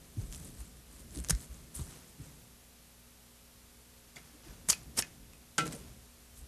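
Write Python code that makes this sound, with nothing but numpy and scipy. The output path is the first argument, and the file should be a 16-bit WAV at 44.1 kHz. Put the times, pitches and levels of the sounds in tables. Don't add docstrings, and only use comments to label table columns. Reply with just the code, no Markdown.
import sys
import numpy as np
from scipy import signal
from scipy.fft import rfft, irfft
from scipy.io import wavfile
from scipy.ndimage import uniform_filter1d

SR = 44100
rng = np.random.default_rng(int(sys.argv[2]) if len(sys.argv) > 2 else 0)


def rack_gain(trim_db):
    fader = np.asarray(trim_db, float)
    return 10 ** (fader / 20)


def int16_out(signal):
    q = np.round(np.clip(np.atleast_2d(signal).T, -1, 1) * 32767)
    wavfile.write(sys.argv[1], SR, q.astype(np.int16))


N = 285632
RISE_CYCLES = 1.2


def evened(x):
    return x / np.sqrt(np.mean(x ** 2) + 1e-20)


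def coloured(x, points):
    point_hz, point_db = np.transpose(points)
    hz = np.fft.rfftfreq(len(x), 1 / SR)
    gain_db = np.interp(np.log(hz + 1), np.log(point_hz + 1), point_db, -70, -70)
    return evened(irfft(rfft(x) * rack_gain(gain_db), len(x)))


def band(x, lo_hz, hi_hz):
    sos = signal.butter(2, [lo_hz, min(hi_hz, .45 * SR)], "band", fs=SR, output="sos")
    return signal.sosfilt(sos, x)


def add(mix, start_s, sound):
    part = mix[round(start_s * SR):][:len(sound)]
    part += sound[:len(part)]


def wavering(shape, smooth):
    return evened(uniform_filter1d(rng.standard_normal(shape), size=smooth))


def swells(rows, second=False):
    roundness = 1.05
    t = np.arange(0, N / SR, .0005)
    power = np.zeros(len(t))
    for peak_s, level_db, swell_s, fade_s, second_db in rows:
        away = np.where(t < peak_s, (peak_s - t) / swell_s, (t - peak_s) / fade_s)
        gain_db = level_db + second * second_db - 20 * np.minimum(away, 8) ** roundness
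        power += rack_gain(gain_db) ** 2
    return np.interp(np.arange(N) / SR, t, np.sqrt(power))


def tape_and_mains():
    # hz, level_db
    hum_lines = [(60, -64), (120, -73), (180, -75), (240, -68), (420, -76), (480, -82), (540, -77),
                 (660, -86), (720, -81), (900, -88), (1200, -86)]
    # hz, density_db
    hiss_points = [(15, -10), (35, -12.5), (60, -8), (130, -12.5), (300, -18), (800, -22.5), (2000, -23.5),
                   (13500, -23.5)]
    t = np.arange(N) / SR
    waver = 1 + 0.025 * wavering((len(hum_lines), N // 50 + 1), 60).repeat(50, axis=1)[:, :N]
    hum = np.zeros(N)
    for (hz, level_db), wobble in zip(hum_lines, waver):
        hum += rack_gain(level_db + 1) * wobble * np.sin(2 * np.pi * (hz * t + rng.random()))
    return rack_gain(-60) * coloured(rng.standard_normal(N), hiss_points) + hum


def bumps():
    # peak_s, level_db, swell_s, fade_s, upper_part_relative_db
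    shakes = [(.02, -60.5, .05, 0.14, 2), (.2, -45, 0.07, 0.26, -5), (.43, -47.5, 0.48, 0.62, -4),
              (.78, -63, .08, 0.11, -2), (.98, -50.5, 0.15, 0.6, -5), (1.18, -49, 0.096, 0.1, 4),
              (1.33, -48.5, 0.31, 0.3, -2.5), (1.6, -52.5, 0.44, 0.28, -2.5),
              (1.81, -52.5, 0.15, 0.46, 0.5), (2.22, -56, 0.083, 0.51, 1.5), (2.41, -69, .1, 0.14, -11),
              (4.18, -64, 0.039, 0.83, 0.5), (4.5, -54.5, 0.11, 0.33, 0.5), (4.7, -51, 0.12, 0.067, -1.5),
              (4.8, -59, 0.075, 0.91, 6.5), (5.0, -55, 0.23, 0.12, -5), (5.2, -57.5, 0.41, 0.45, -3.5),
              (5.66, -53, 0.094, 0.32, 8), (5.85, -51, 0.091, 0.27, -5.5), (6.11, -56, 0.079, 0.12, -22),
              (6.44, -51.5, 0.22, 0.034, -8.5)]
    # start_s, peak_db, first_pitch_hz, t60_s
    thumps = [
        (1.169, -37, 66.6, 0.12),
        (1.79, -26.5, 151, 0.12),
        (2.196, -29.5, 136, 0.11),
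        (4.68, -37, 180, 0.19),
    ]
    # middle_s, peak_db, pitch_hz, length_s
    sways = [(.173, -37, 242, 0.0095), (.185, -49.5, 330, 0.014), (0.191, -28, 104, 0.035),
             (.222, -46, 150, .025), (.4, -45, 160, .03), (0.245, -53.5, 230, 0.022),
             (0.238, -35.5, 44.7, 0.06), (0.304, -40, 41.8, 0.066), (0.425, -42, 54.6, 0.064),
             (0.618, -39, 57, 0.084), (1.005, -57, 54.7, 0.058), (1.155, -47, 290, 0.018),
             (1.174, -40, 305, 0.022), (1.188, -45, 320, 0.019), (1.183, -46, 168, 0.027),
             (1.188, -48, 470, 0.017), (1.297, -35.5, 495, 0.0085), (1.312, -26.5, 152, 0.02),
             (1.331, -30.5, 118, 0.022), (1.768, -49, 202, 0.012), (1.774, -44, 60, 0.037),
             (1.844, -42, 70, 0.037), (2.199, -50.5, 266, 0.018), (2.281, -55, 162, 0.028),
             (2.347, -52, 150, 0.021), (1.201, -33.5, 61, 0.084), (1.347, -26, 52.3, 0.062),
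             (1.517, -41.5, 57.6, 0.071), (1.819, -35, 69, 0.047), (1.869, -50, 41.7, 0.08),
             (2.219, -44.5, 64.4, 0.064), (4.17, -54, 148, .03), (4.351, -57, 293, 0.043),
             (4.47, -51.5, 340, 0.023), (4.503, -45, 53, 0.044), (4.695, -45, 166, 0.043),
             (4.99, -43.5, 90, 0.035), (4.716, -44.5, 58, 0.091), (4.879, -47, 62, 0.085),
             (4.97, -54, 45, 0.054), (5.843, -57, 52, 0.09)]
    # middle_s, peak_db, pitch_hz, length_s
    thuds = [(5.588, -34, 176, 0.014), (5.599, -35.5, 313, 0.038), (5.593, -41, 463, 0.023),
             (5.62, -36, 153, 0.059), (5.625, -43, 480, 0.034), (5.66, -44.5, 315, 0.08),
             (5.735, -52, 616, 0.017), (5.764, -53, 564, 0.031), (5.61, -48, 620, 0.018),
             (5.649, -39, 172, 0.036), (5.674, -47, 483, 0.03), (5.687, -40.5, 163.5, 0.066),
             (5.74, -45, 245, 0.033), (5.756, -47, 151, 0.043), (5.755, -48, 465, 0.038),
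             (5.846, -54, 250, 0.023)]
    deep_points = [(20, -37), (38, -5.0), (58, -2.0), (85, -9.0), (130, -28)]  # hz, db
    upper_points = [(80, -15.5), (130, 3), (200, -2.0), (350, -9.5), (800, -24.0)]
    deep = coloured(rng.standard_normal(N), deep_points)
    upper = coloured(rng.standard_normal(N), upper_points)
    out = rack_gain(-2.0) * (swells(shakes) * deep + swells(shakes, second=True) * upper)

    t = np.arange(SR // 4) / SR
    rest_hz, settle_s, rise_s = 54, 0.0426, 0.0096
    for start_s, peak_db, first_hz, t60_s in thumps:
        sag_hz = rest_hz + (1.15 * first_hz - rest_hz) * np.exp(-t / settle_s)
        shape = rack_gain(peak_db - 2.0 - 60 * t / t60_s) * (1 - np.exp(-t / rise_s))
        add(out, start_s, shape * np.sin(2 * np.pi * np.cumsum(sag_hz) / SR))
        knock = evened(band(rng.standard_normal(len(t)), 190, 306))
        add(out, start_s, rack_gain(peak_db - 17.0 - 60 * t / 0.079) * knock)

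    since = t - t.mean()
    for middle_s, peak_db, hz, length_s in [*sways, *thuds]:
        shape = rack_gain(peak_db - 20 * (2 * since / length_s) ** 2)
        add(out, middle_s - t.mean(), shape * np.sin(2 * np.pi * hz * since))
    return out


def crackle(per_s, spread_db, smear_s):
    size = rack_gain(spread_db * np.minimum(rng.exponential(1, N), 4)) * (rng.random(N) < per_s / SR)
    keep = np.exp(-1 / (smear_s * SR))
    return signal.lfilter([1], [1, -keep], size) * rng.standard_normal(N)


def blotched(x, patchy_db):
    z = signal.stft(x, nperseg=128, noverlap=64)[2]
    across_pitch = uniform_filter1d(rng.standard_normal(z.shape), size=4, axis=0)
    patches = uniform_filter1d(across_pitch, size=3, axis=1)
    return signal.istft(z * rack_gain(patchy_db * evened(patches)), nperseg=128, noverlap=64)[1][:N]


def hair():
    # peak_s, level_db, swell_s, fade_s, rub_relative_db
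    rustles = [(.05, -68, 0.12, 0.09, 1), (.218, -58.5, 0.12, 0.13, -2), (.33, -51, 0.037, 0.13, -9),
               (.36, -54, 0.057, 0.019, -13), (.47, -54, 0.31, 0.1, -7), (.605, -56.5, 0.16, 0.16, -6),
               (.77, -66, .015, .02, -10), (.93, -62, 0.054, 0.14, -3.5), (1.005, -58.5, 0.13, 0.074, -4.5),
               (1.155, -54, 0.1, 0.12, -5.5), (1.2, -53, 0.093, .015, -9), (1.27, -57.5, 0.088, .05, -2),
               (1.33, -68, .03, .06, -12), (1.44, -52, 0.22, 0.034, -7.5), (1.55, -62.5, 0.25, 0.28, -1.5),
               (1.752, -44, 0.016, 0.11, -12.5), (1.8, -53, 0.095, 0.17, -6),
               (1.91, -60.5, 0.16, 0.36, 3.5), (2.095, -61, .04, .02, -15), (2.24, -62, 0.1, .4, -1)]
    # peak_s, level_db, swell_s, fade_s, rub_relative_db
    handlings = [
        (4.164, -57, 0.0086, 0.067, 6.5),
        (4.23, -70.5, .05, 0.94, 5.5),
        (4.456, -67.5, 0.057, 0.3, 9.5),
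        (4.64, -74, .06, .06, -5),
        (5.67, -52, 0.035, 0.044, 3),
        (5.726, -50, 0.044, 0.11, -0.5),
        (5.8, -64.5, .06, .4, 3),
        (6.2, -72, .1, 0.34, -11),
        (6.375, -53, .026, 0.068, -16),
        (6.46, -70, .05, .1, 0),
    ]
    # peak_s, level_db, swell_s, fade_s, rub_relative_db
    strokes = [(1.293, -47, .005, .004, -12), (1.2965, -28.5, 0.002, 0.023, -4),
               (1.307, -23.5, 0.0055, 0.0048, -5.5), (1.312, -49, .004, 0.048, -3.5),
               (4.689, -28.5, 0.0045, 0.024, -7.5), (4.701, -21.5, 0.0058, 0.02, -15),
               (4.722, -32.5, 0.031, 0.028, -9.5), (4.745, -55.5, 0.023, 0.15, 2),
               (4.977, -32.5, 0.011, 0.033, -4.5), (4.99, -26.5, 0.02, 0.022, -3.5),
               (5.01, -40, .015, 0.022, -18), (5.03, -60.5, 0.023, 0.17, 7)]
    # hz, density_db
    fine_points = [(2500, -18.5), (5700, -10.5), (6500, -4), (7000, -4), (7600, 1), (8400, -0.5), (9400, 0),
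                   (13500, -10)]
    rub_points = [(200, 4), (400, 3), (1500, -0.5), (3500, -4.5), (7000, -2.5)]
    crunch_points = [(1500, -19), (3000, -12.5), (4000, -13), (5200, -7.5), (7500, -3), (10500, -5.5),
                     (12000, -9), (13500, -13)]
    fine = coloured(blotched(crackle(per_s=5000, spread_db=2.6, smear_s=.0006), 3.5), fine_points)
    rub = coloured(crackle(per_s=4000, spread_db=2.5, smear_s=.0015), rub_points)
    crunch = coloured(blotched(crackle(per_s=14000, spread_db=2, smear_s=.0004), 3.5), crunch_points)
    moves = [*rustles, *handlings]
    handling = swells(moves) * fine + swells(moves, second=True) * rub
    cutting = rack_gain(-1.0) * swells(strokes) * crunch + rack_gain(-3.5) * swells(strokes, second=True) * rub
    return handling + cutting


def snaps(rows, low_db, t60_s, spread=0.058):
    out, t = np.zeros(N), np.arange(3000) / SR
    noise = rng.standard_normal((len(rows), 3, len(t)))
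    fade_in = np.minimum(t / .0003, 1)
    ring_on = rack_gain(-34 - 60 * t / .05)
    fall = fade_in * (rack_gain(-60 * t / t60_s) + ring_on)
    for (start_s, peak_db, hz, breadth_db), (a, b, c) in zip(rows, noise):
        pitched = evened(band(a, hz * (1 - spread), hz * (1 + spread)))
        broad = rack_gain(breadth_db) * evened(band(b, 3340, 10200))
        high = fall * (pitched + broad)
        low = fall * band(c, 920, 2360)
        puff = high / abs(high).max() + rack_gain(low_db) * low / abs(low).max()
        add(out, start_s, rack_gain(peak_db - 1.0) * puff)
    return out


def slips():
    # middle_s, peak_db, pitch_hz, length_s
    slip_bursts = [(1.2981, -31, 7670, 0.0024), (1.2982, -33, 5430, 0.0038), (1.303, -26, 9300, 0.0027),
                   (1.3053, -22, 10500, 0.0042), (1.3062, -28, 6980, 0.0019), (1.3069, -22, 10420, 0.0018),
                   (1.3072, -23, 8010, 0.0016), (1.3073, -24.5, 1680, 0.0019),
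                   (1.3076, -21.5, 5470, 0.0026), (1.3079, -22, 6550, 0.0041), (1.3084, -26, 10680, 0.002),
                   (4.1608, -53, 6980, 0.0106), (4.1609, -49, 4570, 0.0041), (4.1622, -53, 3470, 0.0052),
                   (4.1685, -49, 7490, 0.0045), (4.1687, -43, 2100, 0.009), (4.1696, -53, 3360, 0.0065),
                   (4.174, -42, 2250, 0.0041), (4.6887, -31, 7900, 0.0034), (4.6889, -25, 9800, 0.003),
                   (4.6939, -20, 7150, 0.0022), (4.6968, -18, 6720, 0.0023), (4.7, -10, 5840, 0.0013),
                   (4.701, -16, 7920, 0.0024), (4.7019, -25, 9040, 0.0022), (4.7026, -18, 6980, 0.0026),
                   (4.703, -27, 9820, 0.0023), (4.7036, -22, 4630, 0.0086), (4.7045, -16, 6120, 0.0019),
                   (4.706, -27, 7150, 0.0022), (4.7061, -25, 4920, 0.0117), (4.7064, -27, 9040, 0.002),
                   (4.7066, -25, 10680, 0.0023), (4.708, -28.5, 4690, 0.0141), (4.7137, -28, 5680, 0.0024),
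                   (4.974, -29, 9800, 0.0033), (4.9763, -27, 8350, 0.0023), (4.981, -24, 8900, 0.0022),
                   (4.9857, -25, 8270, 0.002), (4.9871, -27.5, 5510, 0.0095), (4.988, -28, 6660, 0.003),
                   (4.9904, -31, 8790, 0.0046), (4.9905, -21.5, 5300, 0.0064), (4.991, -27, 9990, 0.0029),
                   (4.9919, -26, 8530, 0.0022), (4.9921, -25, 5530, 0.0069), (4.9928, -31, 10940, 0.0029),
                   (4.9956, -29, 10080, 0.0022), (4.995, -27, 5340, 0.0019), (4.998, -26, 8350, 0.0027)]
    # middle_s, peak_db, pitch_hz, length_s
    ticks = [(1.247, -39.5, 2000, 0.00066), (1.3506, -33, 6250, .001), (1.2015, -37, 9000, 0.00093),
             (1.2958, -29, 7000, .0005), (1.2993, -32, 3000, 0.0011), (1.762, -41, 7000, .0007),
             (4.99, -21, 6500, .0005), (4.9828, -24, 7000, .0005), (1.751, -34, 9000, .001),
             (1.7533, -27.5, 9600, .0012), (1.756, -33, 9000, .0012), (1.7655, -45, 7300, .001),
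             (4.6994, -17, 2980, 0.00043), (4.729, -18, 5500, 0.00064), (4.73, -24, 2980, 0.00062),
             (5.0236, -18.5, 5800, 0.00043), (5.024, -28, 4020, 0.0005), (5.0261, -27, 2500, .001)]
    # start_s, peak_db, pitch_hz, t60_s
    pings = [(4.16, -52, 4740, 0.055), (4.16, -55, 3435, .08), (4.167, -52, 2170, .1),
             (4.168, -56, 3430, .12), (4.7315, -39, 2520, 0.063), (5.024, -37, 2520, 0.059),
             (5.0234, -38, 1740, 0.044), (5.046, -52, 1705, .08), (5.334, -62, 2520, 0.13),
             (5.598, -35, 2517, .13), (5.603, -36, 2010, 0.07), (5.629, -43, 1530, .05)]
    # start_s, peak_db, pitch_hz, t60_s
    after_ring = (5.668, -55, 1346, .4)
    longest_s = .005
    out, t = np.zeros(N), np.arange(SR // 6) / SR
    since = t[:1000] - t[500]
    for middle_s, peak_db, hz, length_s in [*slip_bursts, *ticks]:
        shape = rack_gain(peak_db - 1.0 - 20 * (2 * since / min(length_s, longest_s)) ** 2)
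        add(out, middle_s - t[500], -shape * np.cos(2 * np.pi * hz * since))
    for start_s, peak_db, hz, t60_s in [*pings, after_ring]:
        shape = rack_gain(peak_db - 60 * t / t60_s) * (1 - np.exp(-hz * t / RISE_CYCLES))
        add(out, start_s, shape * np.sin(2 * np.pi * hz * t))
    return out


def swish():
    # start_s, end_s, first_hz, last_hz, level_db
    squeak = (4.45, 4.56, 6050, 5500, -70)
    start_s, end_s, first_hz, last_hz, level_db = squeak
    count, out = round((end_s - start_s) * SR), np.zeros(N)
    waver = 1 + .5 * wavering(count, 300)
    phase = 2 * np.pi * np.cumsum(np.linspace(first_hz, last_hz, count)) / SR
    add(out, start_s, rack_gain(level_db) * np.hanning(count) * waver * (np.sin(phase) + np.sin(2 * phase)))
    return out


def brush():
    # hz, level_db, t60_s
    handle_modes = [(780, -11.5, .085), (1346, -1.5, .25), (1440, -14, .08), (1534, -2, .07),
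                    (1920, -17, .15), (2089, -13, .12), (2300, -12, .065), (2490, -14, .09),
                    (2525, -18, .15), (2810, -17, .12), (2870, -17, .15), (2985, -11, .11),
                    (3295, -14, .13), (3840, -26, .12)]
    # start_s, level_db
    landing = (5.581, -23.5)
    # start_s, clatter_db, thud_relative_db, thud_hz
    drops = [
        (5.581, -28, -9.5, 500),
        (5.595, -52, -5, 500),
        (5.607, -43.5, 0, 500),
        (5.625, -54, 14, 330),
        (5.654, -52, 11, 480),
        (5.699, -66, 14, 330),
        (5.677, -54, 3, 520),
        (5.73, -61, 10, 504),
        (5.749, -62, -2, 527),
        (5.8, -67.5, 12.5, 450),
    ]
    out, t = np.zeros(N), np.arange(SR // 3) / SR
    waver = 1 + 0.1 * wavering((len(handle_modes), len(t)), 250)
    touch = np.interp(t, [0, .005, .076, .09], [.2, 1, 1, .15])
    ring = np.zeros(len(t))
    for (hz, level_db, t60_s), wobble in zip(handle_modes, waver):
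        shape = rack_gain(level_db - 60 * t / t60_s) * (1 - np.exp(-hz * t / RISE_CYCLES))
        ring += wobble * touch * shape * np.sin(2 * np.pi * (hz * t + rng.random()))
    add(out, landing[0], rack_gain(landing[1]) * ring)

    noise = rng.standard_normal((len(drops), 2, len(t)))
    clatter_fall = rack_gain(-60 * t / 0.064) + rack_gain(-13.5 - 60 * t / 0.27)
    for (start_s, clatter_db, thud_db, thud_hz), (a, b) in zip(drops, noise):
        clatter = clatter_fall * evened(band(band(a, 600, 9000), 500, 10000))
        thud_shape = rack_gain(thud_db - 60 * t / 0.14) * np.minimum(t / 0.0091, 1)
        thud = thud_shape * evened(band(b, thud_hz * 0.5, thud_hz * 1.4))
        add(out, start_s, rack_gain(clatter_db) * (clatter + thud))
    return out


def scene():
    # start_s, peak_db, pitch_hz, breadth_db
    hair_snaps = [(.3255, -32, 9910, 8), (.3336, -33, 7700, 2), (.3472, -32, 9860, 2),
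                  (.3591, -35, 7500, -8), (.3807, -50, 8010, -6), (.6051, -39, 9800, -17),
                  (.7697, -44, 9650, -6), (.9133, -44.5, 8960, -8), (1.108, -42, 7500, -3),
                  (1.1497, -35, 9400, -5), (1.1587, -31, 10000, -2), (1.174, -30, 9300, -9),
                  (1.188, -34, 7000, -5), (1.2012, -31.5, 9050, -10), (1.2396, -34, 9200, -15),
                  (1.2467, -27.5, 6940, 0), (1.2868, -26, 7700, 10), (1.2997, -36, 9000, -13),
                  (1.3066, -10.5, 10800, 5), (1.35, -27.5, 6050, -6), (1.405, -39, 7670, -2),
                  (1.543, -44, 6680, -8), (1.774, -35, 7900, -14), (1.897, -42, 10300, -15),
                  (1.9135, -53, 7500, -2), (.3405, -40, 7600, -10), (.3665, -41, 10300, -8),
                  (.4, -44, 9500, -2), (.4895, -45, 10500, -3), (.574, -46, 7800, -12),
                  (1.299, -37, 3000, -5), (1.253, -44, 9000, 0), (1.7946, -43, 8440, 0)]
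    # start_s, peak_db, pitch_hz, breadth_db
    bristle_snaps = [(4.1598, -43, 7300, -4), (4.6874, -22.5, 9500, -6), (4.6993, -19.5, 5750, 3),
                     (4.7055, -21, 10800, -1), (4.7298, -25, 4360, -5.5), (4.8323, -45, 9400, -2),
                     (5.001, -24, 8000, 0), (5.0238, -29, 6500, -10), (5.069, -47, 8100, 3),
                     (5.3337, -45, 7410, -2), (5.5808, -20, 7100, -11), (5.587, -22, 8200, -12),
                     (5.7095, -41, 4080, -10), (5.733, -42, 4300, -10), (5.754, -41, 9500, -8),
                     (5.6555, -36, 10400, -10), (5.658, -36, 7000, -8), (5.6668, -32, 10000, -5),
                     (5.671, -37, 10200, -12), (5.6772, -32, 6930, 2), (5.7243, -36, 10590, 4)]
    # start_s, peak_db, pitch_hz, breadth_db
    handle_knocks = [(4.163, -54, 5000, -3), (4.18, -52, 2300, -10), (4.195, -55, 2200, -8),
                     (4.7314, -29, 2510, -10), (5.024, -33, 2280, -12), (5.032, -43, 2400, -20),
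                     (5.048, -45, 1760, -16), (5.587, -35, 3020, -20), (5.6, -33, 2390, -22),
                     (5.607, -36, 3170, -20), (1.792, -47, 1100, -20), (1.795, -46.5, 3500, -20)]
    sharp = snaps(hair_snaps, low_db=-17.5, t60_s=0.0036)
    sharp += snaps(bristle_snaps, low_db=-6, t60_s=0.0077)
    sharp += snaps(handle_knocks, low_db=-24, t60_s=0.042, spread=0.2)
    sharp += slips() + brush()
    t = np.arange(SR // 6) / SR
    tail = band(rng.standard_normal(len(t)), 820, 4550) * rack_gain(-60 * t / 0.22) * (t > .004)
    room = rack_gain(-20) * signal.oaconvolve(sharp, tail / np.linalg.norm(tail))[:N]
    mono = tape_and_mains() + bumps() + hair() + sharp + room + swish()
    return np.array([mono, mono])


def roll_off(x):
    return signal.sosfilt(signal.butter(12, 14540, fs=SR, output="sos"), x)


def record(dry):
    # low_hz, high_hz, level_db
    apart_bands = [(2000, 6400, -33), (6500, 7200, -14.5), (9000, 9700, -15), (11750, 13700, -13.5)]
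    held = .42 * np.tanh(dry / .42)
    flutter = .03 * np.tanh(held[0] / .03) * wavering(N, 60)
    on = wavering((len(apart_bands), N // 1024 + 1), 2).repeat(1024, axis=1)[:, :N] > -.5
    apart = np.zeros(N)
    for (lo_hz, hi_hz, level_db), gate in zip(apart_bands, on):
        apart += rack_gain(level_db) * gate * band(band(flutter, lo_hz, hi_hz), lo_hz, hi_hz)
    edge = signal.firwin(151, 13840, window=("kaiser", 7), fs=SR)
    tracks = signal.oaconvolve(held + apart * [[1], [-1]], edge[None], "same")
    return roll_off(tracks)


dry = scene()
out = record(dry)
int16_out(out)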